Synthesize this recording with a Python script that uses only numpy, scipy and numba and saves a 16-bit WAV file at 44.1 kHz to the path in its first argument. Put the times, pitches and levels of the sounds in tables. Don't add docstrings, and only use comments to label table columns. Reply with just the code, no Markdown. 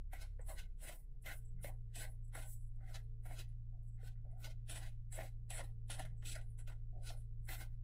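import sys
import numpy as np
from scipy import signal
from scipy.fft import rfft, irfft
from scipy.io import wavfile
from scipy.ndimage import uniform_filter1d
from numba import njit

SR = 44100
rng = np.random.default_rng(int(sys.argv[2]) if len(sys.argv) > 2 else 0)


def dump(signal):
    limited = np.clip(np.atleast_2d(signal).T, -1, 1)
    pcm = np.round(limited * 32767).astype(np.int16)
    wavfile.write(sys.argv[1], SR, pcm)


N = 345303


def undb(db):
    return 10 ** (np.asarray(db) / 20)


def level(x, rms_db):
    return x * undb(rms_db) / np.sqrt(np.mean(x ** 2))


@njit
def svf(x, hz, width):
    y, band, low = np.empty(len(x)), 0., 0.
    for i in range(len(x)):
        g = np.tan(np.pi * hz[i % len(hz)] / SR)
        v = (band + g * (x[i] - low)) / (1 + g * (g + width))
        band, low, y[i] = 2 * v - band, low + 2 * g * v, width * v
    return y


def walk(rate_hz):
    held = np.repeat(rng.standard_normal(1024), 16)
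    slewed = uniform_filter1d(uniform_filter1d(held, size=16), size=16)
    return np.interp(np.arange(N) * rate_hz / SR, np.arange(len(held)) / 16, 1.3 * slewed)


def knocks(rows, rise_s, t60_s):
    out, t = np.zeros(N + SR), np.arange(SR // 2) / SR
    shape = (1 - np.exp(-t / rise_s)) * np.exp(-np.log(1000) * t / t60_s)
    for start_s, level_db, pitch_hz in rows:
        i = int(start_s * SR)
        out[i:i + len(t)] += undb(level_db) * shape * np.sin(2 * np.pi * pitch_hz * t)
    return out[:N]


RISE_DB = 40
TAIL_DB, TAIL_FADE_DB_PER_S = -23.5, 146
DIG_RISE_S, DIG_DB, DIG_T60_S = .056, 6, .03


def force(rows, levels_db, fade_db_per_s):
    power, lead = np.zeros(N + 2 * SR), SR // 4
    u = np.arange(-lead, 3 * lead) / SR
    for (contact_s, rise_s, hold_s, *_), db in zip(rows, levels_db):
        after = np.maximum(u - max(hold_s, 0), 0)
        shape = undb(-fade_db_per_s * after) ** 2
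        shape = shape + undb(TAIL_DB - TAIL_FADE_DB_PER_S * after) ** 2
        if rise_s < DIG_RISE_S:
            decay = np.exp(-2 * np.log(1000) * np.maximum(u, 0) / DIG_T60_S)
            shape = shape + undb(2 * DIG_DB) * (u >= 0) * decay
        rise = undb(db + RISE_DB * np.minimum(u, 0) / max(rise_s, 1e-3))
        i = int(contact_s * SR) + lead
        power[i:i + len(u)] += shape * rise ** 2
    return np.sqrt(power[2 * lead:2 * lead + N])


RING_T60_S = 0.044


def contacts(gain, grain_db):
    t = np.arange(2048) / SR
    grains = rng.standard_normal(N)
    grains *= undb(grain_db * np.minimum(rng.exponential(size=N), 5))
    grains = gain * level(grains, 0)
    place = 1.57 * walk(10)
    out = 0
    for share in (np.cos(place), np.sin(place)):
        patch = rng.standard_normal(len(t)) * np.exp(-np.log(1000) * t / RING_T60_S)
        patch[0] = 12
        patch /= np.sqrt(np.sum(patch ** 2))
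        out = out + signal.oaconvolve(share * grains, patch)[:N]
    return out


def ring(x, modes, flicker_db):
    out, power = 0, 0
    for k, (hz, width_hz, db) in enumerate(modes):
        hz = np.atleast_1d(1. * hz)
        share = 1.69 * width_hz / hz.mean()
        band = svf(svf(x, hz, share), hz, share)
        out = out + (-1) ** k * undb(db + flicker_db * walk(30)) * band
        power += undb(2 * db) * 1.9 * width_hz * np.pi / 2 / SR
    return out / np.sqrt(power)


# (freq_hz, density_db_per_hz)
AIR = [(10, 3.5), (25, -2.5), (60, -14), (130, -16), (170, -25.5), (240, -37.5), (330, -42), (400, -47.5),
       (520, -51), (1000, -61), (2000, -65), (8000, -72), (15600, -72)]
# (start_s, level_db, pitch_hz)
THUMPS = [(1.52, -51, 163.9), (6.0, -49.5, 156.5), (6.05, -55.5, 143)]
AIR_DB = -55


def room():
    freq_hz, density_db = np.transpose(AIR)
    f = np.maximum(np.fft.rfftfreq(N, 1 / SR), 1)
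    tilt = undb(np.interp(np.log(f), np.log(freq_hz), density_db))
    colour = rfft(rng.standard_normal(N)) * tilt * (f > 8)
    gain = undb(AIR_DB) / np.std(irfft(colour, N))
    bass = irfft(colour * (f < 600), N)
    rest = irfft(colour * (f >= 600), N)
    air = gain * (bass * undb(1.2 * walk(2.81)) + rest)
    return air + knocks(THUMPS, rise_s=0.04, t60_s=0.54)


# (time_s, shaft_hz, level_db)
MOTOR = [(0, 33.96, -49), (0.549, 34.34, -49), (0.801, 31.28, -54), (1.05, 29.48, -56), (1.303, 28.96, -53),
         (1.6, 28.69, -48.5), (4.5, 28.73, -50), (6.1, 28.52, -48.5), (6.75, 28.42, -49.5),
         (7.83, 28.9, -49)]
# (order, level_db re motor)
MOTOR_ORDERS = [(.5, -6.5), (1, 0), (2, -8.5), (3, -17.5), (4, -30)]
# (mode_hz, width_hz, lift_db)
ROOM_MODE = (114, 5.7, 24.96)
# (pitch_hz, level_db)
WHINE = (443, -89)
ORDER_WAVER_DB, WHINE_WAVER_DB = 0.88, 3.5


def hum():
    time_s, *columns = np.transpose(MOTOR)
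    t = np.arange(N) / SR
    shaft_hz, motor_db = (np.interp(t, time_s, c) for c in columns)
    phase = 2 * np.pi * np.cumsum(shaft_hz) / SR
    mode_hz, width_hz, lift_db = ROOM_MODE
    orders = 0
    for k, order_db in MOTOR_ORDERS:
        lift = 1 + undb(lift_db) / (1 + ((k * shaft_hz - mode_hz) / width_hz) ** 4)
        gain = undb(motor_db + order_db + ORDER_WAVER_DB * walk(1.6)) * lift
        orders = orders + gain * np.sin(k * phase + rng.uniform(0, 2 * np.pi))
    whine_hz, whine_db = WHINE
    whine = undb(whine_db + WHINE_WAVER_DB * walk(3.1)) * np.sin(2 * np.pi * whine_hz * t)
    return np.sqrt(2) * (orders + whine)


# (start_s, level_db, pitch_hz)
BUMPS = [(0.132, -41.5, 760), (0.394, -46, 503), (0.494, -57, 786), (0.894, -46, 593), (1.258, -48.5, 650),
         (1.645, -36, 580), (1.964, -46.5, 710), (2.049, -49, 620), (2.344, -54, 600), (2.375, -41, 654),
         (3.255, -51.5, 730), (3.31, -42.5, 720), (4.031, -51.5, 460.7), (4.468, -51, 897),
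         (4.779, -48.5, 660), (5.189, -33, 650), (5.204, -40, 610), (5.593, -38, 683), (5.898, -42.5, 737),
         (6.003, -36, 763), (6.049, -49, 638), (6.363, -47, 612), (6.679, -58, 605), (6.699, -55.5, 725),
         (7.104, -43, 712), (7.531, -46, 759)]
THUD_HZ, THUD_DB = 291, -14
TICK_HZ, TICK_DB = 1800, -12


def bumps():
    upper = [(s, db - 7.0, 1.14 * hz) for s, db, hz in BUMPS]
    thud = [(s, db + THUD_DB, THUD_HZ) for s, db, _ in BUMPS]
    tick = [(s, db + TICK_DB, TICK_HZ) for s, db, _ in BUMPS]
    return (knocks(BUMPS, rise_s=0.002, t60_s=0.037) + knocks(upper, rise_s=0.0024, t60_s=0.026)
            + knocks(thud, rise_s=0.0037, t60_s=0.039) + knocks(tick, rise_s=0.00033, t60_s=0.02))


# (contact_s, rise_s, hold_s, grit_db, boom_re_grit_db,
# wall_re_grit_db, sift_re_grit_db, dust_re_grit_db, rasp_hz)
SCRAPES = [(0.134, 0.035, 0.027, -67.5, 6, 8, 1.5, 5.0, 3000),
           (0.216, 0.057, 0, -53.5, -9, -2.5, -4, -3, 4300),
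           (0.393, 0.023, 0.015, -96.5, 26.5, 21, 7, -4, 3500),
           (0.493, 0.056, 0.02, -64.5, 5.0, 1.5, 5.5, 7, 3110.0),
           (0.588, 0.082, 0.0076, -59, -7, 1.5, -5, -2, 3260),
           (0.835, 0.062, 0.052, -61, -3.0, -8, 7.5, 1.5, 2815),
           (0.872, 0.067, 0.049, -65.5, 5, 4.5, 0.0, 5, 3230),
           (1.261, 0.034, 0.055, -58.5, -3, 2.5, -6, 1.5, 2783),
           (1.643, 0.032, 0.011, -60.5, 8.5, 4.5, -21.0, 5, 3350),
           (1.956, 0.036, 0.062, -63, -7.5, -6, 6.5, -1.5, 3180),
           (2.011, 0.11, 0.035, -60, 0, 3, 1.5, -2, 3340),
           (2.35, 0.048, 0.083, -65.5, 2.5, 7, 5, 3.5, 3333),
           (2.899, 0.13, 0.046, -76.5, -14.5, 7, 2.5, 5.5, 3734),
           (2.943, 0.037, 0.016, -59.5, -6.5, 1, -5.5, -2.5, 4065),
           (3.262, 0.056, 0.086, -73.5, 10.5, 5, 6, 8.5, 3047),
           (3.384, 0.13, 0.013, -55, -9.5, -4.5, -8.5, -5.5, 3500),
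           (4.047, 0.091, 0.031, -70, -10, -4, -2.5, -1.5, 3500.0),
           (4.402, 0.067, 0.049, -83.5, -2, 8, 9.5, 14.0, 3880),
           (4.444, 0.038, 0.026, -56.5, -9.5, -0.5, -9, -6.5, 3830),
           (4.696, 0.035, 0.08, -56.5, -1.5, 0.5, 5, -2.0, 3304),
           (4.835, 0.1, 0.03, -61, -10, -2.5, -6, -2, 3329),
           (5.124, 0.027, 0.032, -68.5, 1, 3.5, 15.5, 2, 3260),
           (5.176, 0.074, 0.042, -65.5, 10.5, 6.0, -2, 6, 3427),
           (5.23, 0.015, 0.039, -70, -24.5, -1.5, 2.0, 4, 3820),
           (5.504, 0.022, 0.077, -60.5, 3.5, 1.5, 9.5, -3, 3375),
           (5.578, 0.0064, 0.03, -61.5, 2, 4.5, -26.5, -4, 3330),
           (5.637, 0.033, 0.022, -73, -20.5, -1.5, -0.5, 2.0, 3380),
           (5.901, 0.033, 0.046, -59, -5.5, -3, 5.5, -7, 3440),
           (5.993, 0.037, 0.005, -55.5, -0.5, 1, -2, -3.5, 2890),
           (6.051, 0.006, 0, -68.5, 7, 7.5, 1.5, 2.5, 3100),
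           (6.225, 0.015, 0.013, -78, 7, 5, -16, -22.5, 2840),
           (6.255, 0.042, 0.075, -59.5, -22, -10.5, 4, -2, 3590.0),
           (6.353, 0.044, 0.0067, -59.5, 4, 7.5, 1, -2.5, 4110.0),
           (6.412, 0.008, 0.001, -75.5, 2, 2, 4, -5, 3300),
           (6.587, 0.025, 0.016, -77.5, 2.5, -0.5, 13, -6.5, 2880),
           (6.676, 0.024, 0.0056, -65.5, -8.5, -0.5, -8, -1, 2870),
           (6.696, 0.0071, 0.0005, -67.5, 1.5, 5, 1, -7.5, 3245),
           (7.055, 0.07, 0.014, -67.5, -32, -7, 7, 3, 3814),
           (7.1, 0.099, 0, -55.5, -4, -1.5, -5, -6.5, 4060),
           (7.488, 0.031, 0.062, -61.0, -3.5, 3.5, -3.5, 8, 3350.0),
           (7.608, 0.14, 0, -58, -3.5, 3, 1.5, 2.5, 3740)]
_, _, _, GRIT_DB, BOOM_RE_DB, WALL_RE_DB, SIFT_RE_DB, DUST_RE_DB, _ = np.transpose(SCRAPES)
SOFT_FADE_DB_PER_S = 380


def scrape_force(re_grit_db, fade_db_per_s):
    return force(SCRAPES, GRIT_DB + re_grit_db, fade_db_per_s)


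# (full_flow_s, rise_s, hold_s, sift_db, dust_re_sift_db, low_re_high_db)
TRICKLES = [(0.41, 0.014, 0.001, -65, -22, 21), (0.473, 0.065, 0.064, -61, -5, -16),
            (0.954, 0.147, 0.037, -71.5, 6, -8), (1.223, 0.023, 0.0, -71, -6, 1),
            (1.335, 0.044, 0.048, -67, 2, -7.0), (1.453, 0.039, 0.027, -80.5, -14.0, 4),
            (1.633, 0.037, 0.013, -53, -1.5, -7.5), (2.105, 0.17, 0, -68.5, 2, -18),
            (2.246, 0.039, 0, -78, -16, 1.0), (2.278, 0.007, 0.0079, -79.5, -18, 4.0),
            (2.425, 0.0051, 0.11, -61, 1.5, 0), (2.552, 0.08, 0.11, -76, -10, -5.5),
            (2.757, 0.0093, 0.0061, -93, -11, 0), (3.028, 0.014, 0.015, -87.5, -7, -11.0),
            (3.235, 0.023, 0.062, -77, -25, -12), (3.487, 0.026, 0.001, -85, -12, -17.0),
            (3.829, 0.027, 0.06, -84, -5.5, 4.0), (3.93, 0.066, 0.032, -83, -20, 18),
            (4.313, 0.022, 0.0044, -88.5, -17.5, -9), (5.881, 0.013, 0.0, -70, -20.0, 0.0),
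            (6.175, 0.029, 0.024, -80, -22, 19), (6.43, 0.0063, 0.09, -80.5, -5.5, -21),
            (7.19, 0.17, 0, -69.5, -10.0, -4), (7.453, 0.051, 0.05, -73, -8.0, -7)]
# (freq_hz, width_hz, level_db)
SIFT_MODES = [(7927, 460, 0.5), (9330, 640, -2), (10310, 720, -0.5), (10930, 2400, -11)]
# (freq_hz, width_hz, level_db)
DUST_MODES = [(13550, 14000, 0)]
SIFT_LOW_DB, SIFT_HIGH_DB = -5.5, -2.13
SIFT_FLICKER_DB = 1.8


def sifting(slip):
    *_, trickle_db, dust_re_db, tilt_db = np.transpose(TRICKLES)
    low_db = trickle_db - 10 * np.log10(1 + undb(-2 * tilt_db))
    high_db = trickle_db - 10 * np.log10(1 + undb(2 * tilt_db))
    sifted = scrape_force(SIFT_RE_DB, 470)
    low = np.hypot(undb(SIFT_LOW_DB) * sifted, force(TRICKLES, low_db, SOFT_FADE_DB_PER_S))
    high = np.hypot(undb(SIFT_HIGH_DB) * sifted, force(TRICKLES, high_db, SOFT_FADE_DB_PER_S))
    trickled_dust = force(TRICKLES, trickle_db + dust_re_db, SOFT_FADE_DB_PER_S)
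    dust = np.hypot(scrape_force(DUST_RE_DB, 430), trickled_dust)
    return (ring(contacts(slip * low, 1.4), SIFT_MODES[:1], SIFT_FLICKER_DB)
            + ring(contacts(slip * high, 2.1), SIFT_MODES[1:], SIFT_FLICKER_DB)
            + ring(contacts(slip * dust, 2.5), DUST_MODES, 1.8))


# (contact_s, rise_s, hold_s, boom_db, wall_re_boom_db)
RUBS = [(1.14, 0.017, 0.02, -93.5, -8.5), (1.603, 0.079, 0.023, -81, 0), (2.811, 0.084, 0.097, -70.5, -8.5),
        (3.724, 0.012, 0.098, -89, -24), (3.98, 0.024, 0.072, -69.5, -7), (4.156, 0.018, 0.021, -103.5, 15),
        (4.249, 0.019, 0.18, -76, -18.5), (6.929, 0.021, 0.096, -73.5, -33)]
# (freq_hz, width_hz, level_db)
BOOM_MODES = [(307, 170, -6), (504, 68, -6), (612.4, 83, 1), (768, 88, -0.5), (948, 160, -5.5),
              (1178, 150, -13.5)]
# (freq_hz, width_hz, level_db)
WALL_MODES = [(1400, 133, -1.8), (1618, 138, 4.3), (2026, 290, 0.38)]
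WALL_DRIFT = .04


def bowl(slip):
    *_, rub_db, rub_wall_db = np.transpose(RUBS)
    rub = force(RUBS, rub_db, SOFT_FADE_DB_PER_S)
    rub_wall = force(RUBS, rub_db + rub_wall_db, SOFT_FADE_DB_PER_S)
    boom = scrape_force(BOOM_RE_DB, 315)
    wall = np.hypot(scrape_force(WALL_RE_DB, 454), rub_wall)
    wall_modes = [(hz * (1 + WALL_DRIFT * walk(5)), width_hz, db) for hz, width_hz, db in WALL_MODES]
    return (ring(contacts(slip * rub, 3.1), BOOM_MODES[:4], 1.8)
            + ring(contacts(slip * boom, 3.4), BOOM_MODES, 2.9)
            + ring(contacts(slip * wall, 3.3), wall_modes, 2.68))


# (freq_hz, width_hz, level_db)
GRIT_MODES = [(2440, 345, 0.5), (5000, 3100, -22.5), (6660, 5000, -13.5)]
RASP_WIDTH, RASP_DB = 0.46, 0.5
BODY_HZ, BODY_WIDTH_HZ, BODY_DB = 278, 194, -16


def grit(slip):
    contact_s, _, hold_s, *_, stroke_hz = np.transpose(SCRAPES)
    rasp_hz = np.interp(np.arange(N) / SR, contact_s + hold_s / 2, stroke_hz)
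    rasp = (rasp_hz, RASP_WIDTH * rasp_hz.mean(), RASP_DB)
    touch = contacts(slip * scrape_force(0, 463), 2.8)
    bands = ring(touch, GRIT_MODES + [rasp], 1.44)
    body = ring(touch, [(BODY_HZ, BODY_WIDTH_HZ, 0)], 3.3)
    return bands + undb(BODY_DB) * body


SLIP_DB = 2.2


def stirring():
    slip = undb(SLIP_DB * walk(60))
    return grit(slip) + bowl(slip) + sifting(slip)


def scene():
    return (stirring() + bumps() + hum() + room())[None, :]


TOP_HZ = 15620


def record(dry):
    return signal.sosfilt(signal.ellip(10, .2, 70, TOP_HZ, fs=SR, output="sos"), dry)


dry = scene()
out = record(dry)
dump(out)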